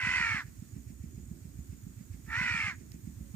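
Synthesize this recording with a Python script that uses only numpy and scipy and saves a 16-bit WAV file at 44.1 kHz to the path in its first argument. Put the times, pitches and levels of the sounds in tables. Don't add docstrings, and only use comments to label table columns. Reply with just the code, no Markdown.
import sys
import numpy as np
from scipy import signal
from scipy.fft import rfft, irfft
from scipy.io import wavfile
from scipy.ndimage import uniform_filter1d

SR = 44100
rng = np.random.default_rng(int(sys.argv[2]) if len(sys.argv) > 2 else 0)


def volts_from_decibels(level):
    exponent = np.asarray(level, float) / 20
    return 10 ** exponent


def inscribe(sig):
    pcm = np.round(np.clip(np.atleast_2d(sig).T, -1, 1) * 32767)
    wavfile.write(sys.argv[1], SR, pcm.astype(np.int16))


N = 147735

# (time [s], level [dB], pitch [Hz], beak opening [scale of the resonances])
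FIRST_CAW = [
    (0, -37, 520, 1.0),
    (.04, -32, 505, 1.02),
    (.17, -30, 505, 1.0),
    (.23, -31.5, 472, .98),
    (.33, -33, 442, 1.0),
    (.375, -35, 410, .96),
    (.405, -39, 355, .86),
    (.422, -48, 308, .75),
    (.44, -68, 290, .72),
]
SECOND_CAW = [
    (2.262, -72, 440, .8),
    (2.3, -44, 455, .86),
    (2.345, -35, 455, .92),
    (2.4, -32.5, 512, .97),
    (2.5, -33, 480, 1.0),
    (2.62, -34.5, 440, 1.06),
    (2.69, -36, 405, 1.03),
    (2.718, -43, 350, .86),
    (2.755, -64, 300, .75),
]
# (centre [Hz], width [Hz], level [dB])
THROAT = [(646, 210, -11), (1080, 67, -25.5), (1418, 565, -8), (1970, 810, 0), (2222, 630, 0.5),
          (2960, 190, -15.5), (4350, 1650, -19), (6280, 3430, -24)]
# (time [s], exhaust pop [dB], intake thump [dB], valve rattle [dB])
FIRINGS = [(0.065, -34.5, -36, -73), (0.201, -40.5, -39, -78), (0.341, -36, -34, -78),
           (0.478, -45.5, -39, -66.5), (0.619, -40, -39.5, -77), (0.761, -39.5, -38, -73),
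           (0.899, -41, -38.5, -66), (1.036, -38, -36.5, -72), (1.174, -39.5, -38.5, -76),
           (1.31, -39.5, -41.5, -92), (1.448, -41.5, -40, -74), (1.586, -40.5, -43, -77),
           (1.724, -41.5, -36, -73), (1.863, -42.5, -39.5, -94), (2.005, -41.5, -40, -69.5),
           (2.137, -44.5, -35.5, -70), (2.274, -42, -42.5, -66.5), (2.407, -35.5, -34.5, -56),
           (2.542, -37, -34.5, -55.5), (2.674, -40.5, -35, -58.5), (2.808, -50.5, -38.5, -67),
           (2.94, -43, -44, -63.5), (3.07, -39, -38.5, -74), (3.205, -40.5, -38.5, -82),
           (3.339, -37.5, -42, -80)]
# (delay [s], level [dB])
POP_ECHOES = [(.019, -12.5), (0.033, -16), (0.05, -14), (0.074, -26), (0.089, -18)]
# (frequency [Hz], density [dB per Hz])
RUMBLE = [(15, -54), (25, -35.5), (63, 9.5), (108, -4.5), (243, -6.5), (321, -14), (413, -55.5), (600, -17),
          (780, -67.5), (1320, -120)]
# (centre [Hz], width [Hz], level [dB], pulse rate [1/s], throb [dB], left over right [dB])
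INSECTS = [
    (6780, 200, -69.5, 75, 2.0, -4),
    (8000, 500, -73.5, 56, 1.8, -2),
    (10600, 600, -84, 60, 1.0, 0),
]
# (frequency [Hz], density [dB per Hz])
RUSTLE = [(240, -29), (400, -7.5), (720, -11.5), (1800, -8.5), (3200, -14.5), (5700, -12), (7000, -3.5),
          (9600, -13.5), (13500, -9.5), (15700, -9)]
# (time [s], level [dB])
TWIG_TICKS = [
    (1.36, -66),
    (2.918, -47.5),
    (3.259, -66),
]

CROW_LEFT_DB, CROW_LEAD_SAMPLES = -3.2, 4.0
ENGINE_LEFT_DB, ENGINE_LEAD_SAMPLES = -7, 18.0
SMALL_LEFT_DB, SMALL_LEAD_SAMPLES = -5, 13.6


def rms_one(x):
    return x / np.sqrt(np.mean(x ** 2) + 1e-20)


def energy_one(x):
    return x / np.sqrt(np.sum(x ** 2, axis=1, keepdims=True))


def seconds():
    return np.arange(N) / SR


def drift(rate_hz):
    knots_s = np.arange(-2, N / SR * rate_hz * 2 + 2) / (2 * rate_hz)
    return rms_one(np.interp(seconds(), knots_s, rng.standard_normal(len(knots_s))))


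def band(x, low_hz, high_hz, order=2):
    return signal.sosfilt(signal.butter(order, [low_hz, high_hz], "band", fs=SR, output="sos"), x)


def resonate(x, hz, width_hz):
    r = np.exp(-np.pi * width_hz / SR)
    zeros = np.array([1, 0, -1]) * (1 - r * r) / 2
    poles = [1, -2 * r * np.cos(2 * np.pi * hz / SR), r * r]
    return signal.lfilter(zeros, poles, x)


def ear_gains(left_db):
    return volts_from_decibels([[left_db / 2], [-left_db / 2]])


def place(x, left_db, lead_samples):
    delay = np.exp(-1j * np.pi * lead_samples * np.arange(N + 1) / N)
    late = irfft(rfft(x, 2 * N) * delay)[:N]
    return np.array([x, late]) * ear_gains(left_db)


def banded_noise(spectrum, patchy_db, rate_hz):
    hz, db = np.transpose(spectrum)
    edges_hz = np.geomspace(max(hz[1] * .7, 20), min(hz[-1] * 1.3, 19000), num=18)
    white = rng.standard_normal((2, N))
    together = drift(rate_hz / 4)
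    out = np.zeros(N)
    for k, (low_hz, high_hz) in enumerate(zip(edges_hz, edges_hz[1:])):
        level_db = np.interp(np.log(low_hz * high_hz) / 2, np.log(hz), db)
        flicker_db = patchy_db * (together + drift(rate_hz))
        out += volts_from_decibels(level_db + flicker_db) * band(white[k % 2], low_hz, high_hz)
    return rms_one(out)


def caw(rows):
    jitter, gain_db = .008, 1.5
    rasp_hz, rasp_wobble, rasp_depth, rasp_bend = 78, .12, .22, .03
    breath_hz, breath_share, breath_rise = 170, .45, .09
    s, db, hz, beak = np.transpose(rows)
    part = slice(int(s[0] * SR), int(s[-1] * SR))
    t = seconds()[part]
    smooth_hz = np.interp(t, s, hz)
    rasp = 2 * np.pi * np.cumsum(rasp_hz * (1 + rasp_wobble * drift(25)[part])) / SR
    pitch_hz = smooth_hz * (1 + jitter * drift(60)[part] + rasp_bend * np.cos(rasp))
    k = np.arange(1, 27)[:, None]
    phase = 2 * np.pi * k * np.cumsum(pitch_hz) / SR + rng.uniform(0, 2 * np.pi, k.shape)

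    seen_hz = k * smooth_hz / np.interp(t, s, beak)
    power = sum(volts_from_decibels(2 * d) / (1 + (2 * (seen_hz - f) / w) ** 2) ** 2 for f, w, d in THROAT)
    weight = np.sqrt(power)

    white = rng.standard_normal((2, len(k), SR // 2 + 500))
    slow = signal.sosfilt(signal.butter(3, breath_hz, fs=SR, output="sos"), white)
    blur = rms_one(slow[:, :, -len(t):]) / np.sqrt(2)
    share = np.clip(breath_share + breath_rise * (k - 4) + (k == 1), .42, .97)
    share = share * np.clip((smooth_hz - 300) / 120, .15, 1)
    in_phase = np.sqrt(1 - share) + np.sqrt(share) * blur[0]
    partials = in_phase * np.cos(phase) + np.sqrt(share) * blur[1] * np.sin(phase)

    voice = np.sum(weight * partials, axis=0) * np.sqrt(2 / np.sum(weight ** 2, axis=0))
    out = np.zeros(N)
    out[part] = voice * (1 + rasp_depth * np.sin(rasp)) * volts_from_decibels(np.interp(t, s, db) + gain_db)
    return out


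def field(x):
    t60_s, level_db, low_hz, high_hz = .22, -14.5, 1200, 2800
    t = np.arange(SR // 2) / SR
    tails = energy_one(rng.standard_normal((2, len(t))) * volts_from_decibels(-60 * t / t60_s) * (t > .004))
    wet = signal.fftconvolve(x[None], tails, axes=1)[:, :N]
    return volts_from_decibels(level_db) * band(wet, low_hz, high_hz, order=1)


def crow():
    split_hz, scatter_s = 3600, .015
    x = caw(FIRST_CAW) + caw(SECOND_CAW)
    low = place(band(x, 800, split_hz * 0.86, order=3), CROW_LEFT_DB, CROW_LEAD_SAMPLES)
    t = np.arange(2500) / SR
    stalks = energy_one(rng.standard_normal((2, len(t))) * np.exp(-t / scatter_s))
    stalks = stalks * ear_gains(CROW_LEFT_DB)
    high = band(x, split_hz * 1.18, 11000, order=3)
    high = signal.fftconvolve(high[None], stalks, axes=1)[:, :N]
    return low + high + field(x)


def puff(at_s, hz, spread_s, shape):
    t = seconds() - at_s
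    return shape(2 * np.pi * hz * t) * np.exp(-.5 * (t / spread_s) ** 2)


def thumps_and_pops():
    thump_hz, thump_s, thump_lead_s = 103.4, 0.0082, 0.02523
    pop_hz, pop_s, pop_delay_s, pop_gain_db = 165, .0028, .0058, 4.5
    echo_spread_db = 2.5
    arrivals = [(0.00099, 0.0047)] + POP_ECHOES
    out = np.zeros(N)
    for s, pop_db, thump_db, _ in FIRINGS:
        chance = rng.standard_normal(8)
        hz = thump_hz * (1 + 0.07 * chance[0])
        out -= volts_from_decibels(thump_db) * puff(s - thump_lead_s, hz, thump_s, np.cos)
        for k, (lag_s, db) in enumerate(arrivals):
            level_db = pop_db + pop_gain_db + db + echo_spread_db * (k > 0) * chance[k + 1]
            out -= volts_from_decibels(level_db) * puff(s + pop_delay_s + lag_s, pop_hz * (1 + 0.11 * k), pop_s, np.sin)
    return out


def valve_rattle():
    length_s, high_db, most_db = .035, 1.5, -70
    envelope = np.zeros(N)
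    for s, _, _, db in FIRINGS:
        envelope += volts_from_decibels(min(db, most_db)) * np.exp(-.5 * ((seconds() - s) / length_s * 2) ** 2)
    noise = rng.standard_normal((2, N))
    low = rms_one(band(noise[0], 1700, 2600))
    high = rms_one(band(noise[1], 4600, 9000))
    return envelope * (low + volts_from_decibels(high_db) * high)


def rumble():
    level_db, swell_db, decay_s = -49, 7.5, 0.038
    swell = np.zeros(N)
    for s, *_ in FIRINGS:
        t = seconds() - s
        swell += (t > 0) * np.exp(-np.abs(t) / decay_s)
    gain = volts_from_decibels(level_db + swell_db * (uniform_filter1d(swell, size=300) - swell.mean()))
    return [gain * banded_noise(RUMBLE, patchy_db=-1.5, rate_hz=10.0) for _ in range(2)]


def engine():
    alike = .78
    mid, side = rumble()
    common = thumps_and_pops() + valve_rattle() + np.sqrt(alike) * mid
    apart = np.sqrt(1 - alike) * band(side, 160, 670, order=1) * [[1], [-1]]
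    return place(common, ENGINE_LEFT_DB, ENGINE_LEAD_SAMPLES) + apart * ear_gains(ENGINE_LEFT_DB)


def insects():
    out = np.zeros((2, N))
    for hz, width_hz, db, rate_hz, throb_db, left_db in INSECTS:
        gate = np.cos(np.pi * np.cumsum(rate_hz * (1 + .1 * drift(5.6))) / SR) ** 4
        scrape = rng.standard_normal((3, N)) * (.8 + gate)
        ears = .5 * scrape[0] + scrape[1:]
        buzz = resonate(resonate(ears, hz, width_hz), hz, width_hz * 2)
        level_db = db + throb_db * (.8 * drift(18) + .3 * drift(3))
        out += rms_one(buzz) * volts_from_decibels(level_db) * ear_gains(left_db)
    return out


def grass():
    level_db, left_db = -62.5, -3
    rustle = np.array([banded_noise(RUSTLE, patchy_db=.8, rate_hz=6.0) for _ in range(2)])
    return rustle * volts_from_decibels(level_db) * ear_gains(left_db)


def twig():
    decay_s, ring_hz, ring_width_hz = .002, 4430, 900
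    t, envelope = seconds(), np.zeros(N)
    for s, db in TWIG_TICKS:
        envelope += volts_from_decibels(db) * (t > s) * np.exp(-np.abs(t - s) / decay_s)
    snap = envelope * rng.standard_normal(N)
    return band(snap, 900, 15000, order=1) + 2.0 * resonate(snap, ring_hz, ring_width_hz)


def dove():
    start_s, length_s, hz, sag_hz, level_db = 3.2, .11, 570, 40, -70
    u = np.clip((seconds() - start_s) / length_s, 0, 1)
    tone = np.sin(2 * np.pi * np.cumsum(hz - sag_hz * u ** 2) / SR)
    return volts_from_decibels(level_db) * np.sqrt(np.sin(np.pi * u) + 1e-12) * tone


def knock():
    start_s, rise_s, hz, width_hz, level_db = 3.338, 0.0083, 1150, 440, -58.5
    rise = np.clip((seconds() - start_s) / rise_s, 0, 1)
    return volts_from_decibels(level_db) * rise * rms_one(resonate(rng.standard_normal(N), hz, width_hz))


def scene():
    small = place(twig() + dove() + knock(), SMALL_LEFT_DB, SMALL_LEAD_SAMPLES)
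    return crow() + engine() + insects() + grass() + small


def top_cut(x):
    return signal.sosfilt(signal.butter(12, 16340, fs=SR, output="sos"), x)


def record(dry):
    mic_low_hz, cutoff_hz = 45, 15900
    mix = signal.sosfilt(signal.butter(1, mic_low_hz, "high", fs=SR, output="sos"), dry)
    mix = signal.sosfilt(signal.cheby2(16, 60, cutoff_hz, fs=SR, output="sos"), mix)
    return top_cut(mix)


dry = scene()
out = record(dry)
inscribe(out)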